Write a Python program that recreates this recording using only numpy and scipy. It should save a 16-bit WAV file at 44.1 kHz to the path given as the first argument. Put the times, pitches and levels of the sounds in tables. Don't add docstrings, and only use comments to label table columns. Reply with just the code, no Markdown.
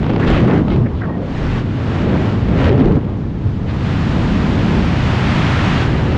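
import sys
import numpy as np
from scipy import signal
from scipy.fft import rfft, irfft
from scipy.io import wavfile
from scipy.ndimage import uniform_filter1d, minimum_filter1d

SR = 44100
rng = np.random.default_rng(int(sys.argv[2]) if len(sys.argv) > 2 else 0)


def persist_wave(psi):
    counts = np.round(np.clip(psi, -1, 1) * 32767).astype(np.int16)
    wavfile.write(sys.argv[1], SR, np.atleast_2d(counts).T)


N = 272097
TIME = np.arange(N) / SR

# (time [s], reference level [dB])
SKIM_LEVEL = [(0, -37.5), (0.188, -36.5), (0.205, -29), (0.255, -32), (0.277, -23.5), (0.38, -26),
              (0.45, -30), (0.58, -32), (0.63, -41), (0.73, -40), (0.81, -43), (0.87, -44), (1.2, -42.5),
              (1.29, -38.5), (1.38, -34), (1.595, -31.5), (1.635, -39.5), (1.77, -37), (1.92, -31.5),
              (2.3, -31.5), (2.37, -36), (2.5, -36), (2.66, -23), (2.74, -32.5), (2.96, -38.5), (2.99, -42),
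              (3.35, -47), (3.47, -43), (3.65, -43.5), (3.72, -38), (3.79, -36.5), (3.86, -33), (4.0, -32),
              (4.9, -29.5), (5.35, -25.5), (5.82, -25), (5.885, -30), (6.17, -30)]
# (time [s], share [0-1])
TORN_SHARE = [(0, 0.32), (.17, 0.63), (.32, 0.66), (.56, 0.58), (.73, 0.13), (.87, 0.43), (.93, 0.3),
              (1.15, 0.62), (1.26, 0.35), (1.295, 0.26), (1.75, 0.21), (2.15, 0.49), (2.4, 0.2),
              (2.72, 0.84), (2.98, 0.55), (2.995, 0.6), (3.25, 0.11), (3.85, 0), (5.7, 0.08), (6.17, 0.38)]
# (time [s], reference level [dB])
PORT_FORCE = [(0, -16.5), (0.2, -16), (0.48, -13.5), (.615, -14.5), (0.64, -17.5), (0.74, -13.5),
              (0.82, -16.5), (0.87, -19), (0.89, -20), (1.15, -21.5), (1.33, -22.5), (1.48, -18),
              (1.8, -18), (2.1, -15.5), (2.38, -16), (2.6, -14.5), (2.75, -15), (2.88, -15), (2.985, -15),
              (2.997, -23), (3.035, -20.5), (3.15, -20), (3.25, -20), (3.4, -21.5), (3.5, -19.5),
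              (3.7, -19), (3.85, -16.5), (4.3, -14.5), (6.17, -15.0)]
# (time [s], rate [Hz])
SHEDDING_RATE = [(0, 129), (.5, 165), (.85, 130), (.96, 85), (1.2, 195), (1.45, 128), (1.85, 122),
                 (2.15, 167), (2.45, 105), (2.85, 138), (2.98, 145), (3.05, 112), (3.25, 108), (3.7, 118),
                 (4.0, 150), (4.35, 185), (4.8, 178), (5.02, 105), (5.25, 130), (6.17, 117.5)]
# (time [s], frequency [Hz])
TEAR_CENTRE = [(0, 360), (.56, 385), (.66, 290), (.87, 210), (1.1, 290), (2.15, 345), (2.7, 430),
               (2.98, 290), (6.17, 380)]

# (frequency [Hz], relative level [dB])
BUFFET_COLOUR = [(16, -12.5), (30, -10), (45, -5), (65, -1), (100, 2.5), (130, -4), (160, -5.5),
                 (200, -3.5), (270, -13), (400, -25.5), (800, -44)]
# (frequency [Hz], relative level [dB])
WAKE_COLOUR = [(140, -12), (220, 1), (290, -1), (400, -6.5), (520, -12), (700, -16), (1100, -22),
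               (2200, -45), (5000, -71)]
# (frequency [Hz], relative level [dB])
RUSH_COLOUR = [(300, -19.5), (600, 2), (850, 2.5), (1300, 1.5), (1900, -1), (2400, -5), (3000, -7),
               (4200, -18.5), (5500, -30.5), (8000, -42.5)]
# (frequency [Hz], relative level [dB])
HISS_COLOUR = [(2000, -10.5), (3500, 4.5), (4500, 1), (5500, -3.5), (6300, -7.5), (7100, -9.5), (8000, -17),
               (10000, -26.5), (12500, -35.5), (14000, -50)]

# (onset [s], envelope peak [dB])
SLAP_EVENTS = [(0.029, -28.5), (0.041, -30), (0.064, -25.5), (0.094, -25.5), (0.1, -24), (0.134, -25),
               (0.16, -25), (0.197, -25), (.681, -27.5), (0.701, -31), (.719, -29), (.735, -33),
               (.759, -30), (2.484, -27.5), (2.727, -28), (2.776, -34), (2.792, -27), (2.807, -26),
               (2.855, -26.5), (2.871, -31), (2.92, -33), (2.953, -30.5)]
# (centre time [s], length [s], frequency [Hz], glide [octaves/s], width [Hz], level [dB])
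WHISTLE_SWELLS = [(.1, .1, 2900, 0.5, 1100, -41.5), (.235, 0.029, 1710, 2, 900, -25),
                  (.283, .018, 2500, -0.5, 2800, -27), (.365, 0.05, 2000, -1.5, 2400, -26),
                  (.515, 0.063, 1194, 0.5, 1770, -26.5), (.572, 0.029, 1153, -1.5, 1300, -26),
                  (.72, 0.026, 2120, 0, 130, -38), (.728, 0.047, 3000, 0, 2000, -38.5),
                  (.79, .05, 850, -2, 700, -34), (.863, 0.021, 1820, 1.5, 900, -35),
                  (.868, 0.012, 570, 0, 200, -25), (.94, 0.047, 800, -0.5, 700, -35),
                  (.985, 0.048, 3300, -4, 1700, -47), (1.02, .012, 1500, 1, 900, -28),
                  (1.045, 0.025, 1516, -3, 800, -30.5), (1.095, 0.041, 980, -2.5, 380, -31),
                  (1.1, .03, 620, -1.5, 130, -31), (1.16, 0.02, 1050, -3.5, 90, -43),
                  (1.165, 0.025, 724, -2, 90, -32.5), (1.235, 0.05, 560, -1, 90, -29.5),
                  (1.19, 0.036, 470, -0.5, 130, -30), (1.255, 0.021, 467, -1.5, 50, -28),
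                  (2.605, 0.04, 1497, 0.5, 2400, -31), (3.7, 0.034, 1807, -0.5, 3400, -34.5),
                  (5.55, .25, 1500, 0, 1100, -31)]
# (centre time [s], length [s], frequency [Hz], glide [octaves/s], width [Hz], level [dB])
THUD_SWELLS = [(.33, 0.08, 35.7, -3, 45, -15), (.44, .04, 120, -0.5, 40, -13),
               (.61, 0.027, 260, -5.5, 68, -16), (.69, 0.034, 239, 0, 38, -18),
               (.735, 0.036, 370, -0.5, 55, -21), (.81, 0.065, 128, -0.5, 15, -12),
               (.79, .04, 300, -1.5, 260, -22.5), (.855, 0.043, 229, -2.5, 30, -18.5),
               (.935, .04, 78, -8, 19, -16.5), (1.005, .025, 92, -0.5, 22, -19.5),
               (1.3, 0.044, 250, -0.5, 40, -22.5), (1.5, 0.26, 40.2, 1.5, 45, -23),
               (2.43, 0.036, 95, -0.5, 22, -14), (2.52, 0.03, 168.3, -3.5, 30, -12),
               (2.66, 0.036, 80.5, 4, 30, -14.5), (2.715, .04, 400.4, -2.5, 35, -16.5),
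               (2.74, 0.05, 125, 0, 29, -11), (2.812, 0.022, 250.5, -1, 48, -8.5),
               (2.865, 0.07, 35, 2.5, 28, -14.5), (2.862, 0.014, 380, 0, 49, -13.5),
               (2.92, 0.019, 193.3, -6, 34, -8), (2.958, 0.019, 135, -0.5, 24, -11.5),
               (2.976, 0.014, 261, 4.5, 40, -12), (3.06, 0.026, 138, -3.5, 20, -21.5),
               (3.47, 0.031, 115, -0.5, 42, -12.5), (4.07, 0.037, 140, 1.5, 67, -24),
               (4.33, 0.021, 215.4, 2.5, 67, -17), (4.43, 0.029, 160, 0.5, 32, -16.5),
               (4.77, 0.031, 208.7, 2.5, 84, -21), (5.06, 0.056, 68.4, -1.5, 23, -16.5),
               (6.06, 0.037, 125, 4, 65, -14)]
# (start [s], length [s], frequency [Hz], glide [octaves/s], level [dB])
SLOT_TONES = [(0.67, 0.05, 1250, 1.9, -37), (1.083, 0.087, 1860, .1, -43)]

BUFFET_DB, THROB_DB, THROB_TORN_DB = 0.5, -2, 4.5
WAKE_DB, WAKE_AT_HZ = -7.5, 146.5
WAKE_DB_PER_OCTAVE, WAKE_TORN_DB = 4.5, 8.5
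TEAR_WIDTH_HZ, TEAR_DB = 315, -3
ROAR_HOLD_S = 0.035

RUSH_DB, RUSH_TORN_DB = 3, -2.5
HISS_DB, HISS_TORN_DB = -9.5, -10.5
RUSH_CRACKLE, HISS_CRACKLE = 0.94, 0.9
RIDE_DB = 2
EDGE_HZ, EDGE_WIDTH_HZ, EDGE_DB = 2500, 1700, -7.5
EDGE_FROM_DB, EDGE_GROWTH = -28.5, 0.72

GUST_PER_S, GUST_DB, SKIM_GUST_DB = 14, 0.4, 1
SPIT_MOST = 2.6

SLAP_DECAY_S, SLAP_TOP_HZ = 0.0017, 6000
SLAP_POP_HZ, SLAP_POP_DB, SLAP_HISS_DB = 623, 4.5, -16
SLAP_TAIL_S, SLAP_TAIL_DB = 0.014, -10.5

TONE_FADE_S, TONE_WAVER, TONE_FLUTTER = 0.012, 0.0048, 0.45

CEILING_DB, TOP_HZ = -1.3, 13200


def undb(db):
    return 10 ** (np.asarray(db) / 20)


def unit(x):
    return x / np.sqrt(np.mean(x ** 2))


def curve(table):
    times, values = np.transpose(table)
    return np.interp(TIME, times, values)


def colour(x, points):
    hz, db = np.transpose(points)
    bins = np.maximum(np.fft.rfftfreq(N, 1 / SR), 1)
    gain = undb(np.interp(np.log(bins), np.log(hz), db, left=-100, right=-100))
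    return irfft(rfft(x) * gain, N)


def steady(x, span_s):
    window = signal.windows.hann(int(span_s * SR) + 3)
    weight = signal.fftconvolve(np.ones(len(x)), window, "same")
    power = signal.fftconvolve(x ** 2, window, "same") / weight
    return x / np.sqrt(power)


def band_noise(hz, width_hz):
    bell = np.exp(-2 * ((np.fft.rfftfreq(N, 1 / SR) - hz) / width_hz) ** 2)
    return unit(irfft(rfft(rng.standard_normal(N)) * bell, N))


def moving_band(hz, width_hz):
    bell = np.exp(-2 * (np.fft.fftfreq(len(hz), 1 / SR) / width_hz) ** 2)
    real, imaginary = rng.standard_normal((2, len(hz)))
    drift = np.fft.ifft((real + 1j * imaginary) * bell)
    carrier = np.exp(2j * np.pi * np.cumsum(hz) / SR)
    return unit(np.real(drift * carrier))


def turbulence(points, span_s):
    return steady(colour(rng.standard_normal(N), points), span_s)


def gusts(spread_db):
    knots = np.arange(0, N / SR * GUST_PER_S + 1)
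    drift = np.interp(TIME * GUST_PER_S, knots, rng.standard_normal(len(knots)))
    return undb(spread_db * drift)


def spits(per_s, spread_db, length_s):
    hit = rng.random(N) < per_s / SR
    size = undb(spread_db * np.minimum(rng.exponential(size=N), SPIT_MOST))
    shape = signal.windows.hann(int(length_s * SR) + 3)
    train = signal.fftconvolve(hit * size, shape, "same")
    return steady(unit(train) + 0.05, span_s=0.69)


def resonant_swells(table, hold_s):
    out = np.zeros(N + SR)
    age = np.arange(SR) / SR - 0.5
    for centre, length, hz, glide, width, db in table:
        pitch = hz * 2 ** (glide * np.clip(age, -2 * length, 2 * length))
        envelope = undb(db) * np.exp(-2 * (age / length) ** 2)
        start = int(centre * SR)
        out[start:start + SR] += envelope * steady(moving_band(pitch, width), hold_s)
    return out[SR // 2:SR // 2 + N]


def skimming_air(pressure, skim_db, torn):
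    ride = undb(RIDE_DB * torn * steady(pressure, span_s=0.22))
    crackle = torn ** 2 * spits(per_s=680, spread_db=12.5, length_s=0.0015)

    rush = turbulence(RUSH_COLOUR, span_s=0.6) * ride * (1 + RUSH_CRACKLE * crackle)
    rush = steady(rush, span_s=0.47) * undb(RUSH_DB + RUSH_TORN_DB * torn)

    hiss = turbulence(HISS_COLOUR, span_s=0.11) * ride * (1 + HISS_CRACKLE * crackle)
    hiss = steady(hiss, span_s=0.19) * undb(HISS_DB + HISS_TORN_DB * torn)

    edge_db = EDGE_DB + EDGE_GROWTH * (skim_db - EDGE_FROM_DB)
    edge = band_noise(EDGE_HZ, EDGE_WIDTH_HZ) * ride * (1 - torn) * undb(edge_db)
    return (rush + hiss + edge) * undb(skim_db) * gusts(SKIM_GUST_DB * torn)


def edge_whistles():
    return resonant_swells(WHISTLE_SWELLS, hold_s=0.06)


def slot_tones():
    out = np.zeros(N)
    waver = 1 + TONE_WAVER * band_noise(0, width_hz=75)
    for start, length, hz, glide, db in SLOT_TONES:
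        age = np.clip(TIME - start, 0, length)
        held = np.clip(np.minimum(age, length - age) / TONE_FADE_S, 0, 1)
        pitch = hz * 2 ** (glide * age) * waver
        tone = np.sqrt(2) * np.sin(2 * np.pi * np.cumsum(pitch) / SR)
        out += undb(db) * held * tone
    return out * (1 + TONE_FLUTTER * band_noise(0, width_hz=70))


def slaps():
    burst, tail = np.zeros(N), np.zeros(N)
    for onset, db in SLAP_EVENTS:
        age = np.clip(TIME - onset, 0, 0.5)
        decays = age / SLAP_DECAY_S
        burst += undb(db) * decays * np.exp(1 - decays)
        tail += undb(db) * (1 - np.exp(-decays)) * np.exp(-age / SLAP_TAIL_S)
    sputter = tail * spits(per_s=300, spread_db=7.5, length_s=0.0011)
    envelope = burst + undb(SLAP_TAIL_DB) * sputter

    spray = turbulence(RUSH_COLOUR, span_s=0.0044)
    spray += undb(SLAP_HISS_DB) * turbulence(HISS_COLOUR, span_s=0.006)
    pop = steady(band_noise(SLAP_POP_HZ, width_hz=420), span_s=0.0066)
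    soften = signal.butter(3, SLAP_TOP_HZ, fs=SR, output="sos")
    return signal.sosfilt(soften, envelope * (spray + undb(SLAP_POP_DB) * pop))


def thuds():
    return resonant_swells(THUD_SWELLS, hold_s=0.04)


def vortex_throb(shedding_hz):
    turn = 2 * np.pi * np.cumsum(shedding_hz) / SR
    in_phase = band_noise(0, width_hz=62) * np.cos(turn)
    quadrature = band_noise(0, width_hz=88) * np.sin(turn)
    return steady(in_phase + quadrature, span_s=0.059)


def port_pressure(force_db, torn):
    shedding_hz = curve(SHEDDING_RATE)
    rumble = turbulence(BUFFET_COLOUR, span_s=1.0)
    throb = undb(THROB_DB + THROB_TORN_DB * torn) * vortex_throb(shedding_hz)
    buffet = steady(rumble + throb, span_s=0.061) * undb(BUFFET_DB)

    wake_db = WAKE_DB + WAKE_DB_PER_OCTAVE * np.log2(shedding_hz / WAKE_AT_HZ) + WAKE_TORN_DB * torn
    wake = turbulence(WAKE_COLOUR, ROAR_HOLD_S) * undb(wake_db)

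    tear = steady(moving_band(curve(TEAR_CENTRE), TEAR_WIDTH_HZ), ROAR_HOLD_S)
    tear = tear * undb(TEAR_DB) * torn
    return (buffet + wake + tear) * undb(force_db) * gusts(GUST_DB)


def scene():
    torn = np.clip(curve(TORN_SHARE), 0, 1)
    pressure = port_pressure(curve(PORT_FORCE), torn) + thuds()
    air = skimming_air(pressure, curve(SKIM_LEVEL), torn)
    mix = air + edge_whistles() + slot_tones() + slaps() + pressure
    return mix[None]


def limiter(x, ceiling_db, hold_s):
    size = int(hold_s * SR) + 1
    room = np.minimum(1, undb(ceiling_db) / (np.abs(x) + 1e-9))
    return x * uniform_filter1d(minimum_filter1d(room, size), size)


def record(dry):
    held = limiter(dry[0], CEILING_DB, hold_s=0.012)
    top_cut = signal.ellip(8, 0.2, 70, TOP_HZ, fs=SR, output="sos")
    return signal.sosfilt(top_cut, held)[None]


dry = scene()
out = record(dry)
persist_wave(out)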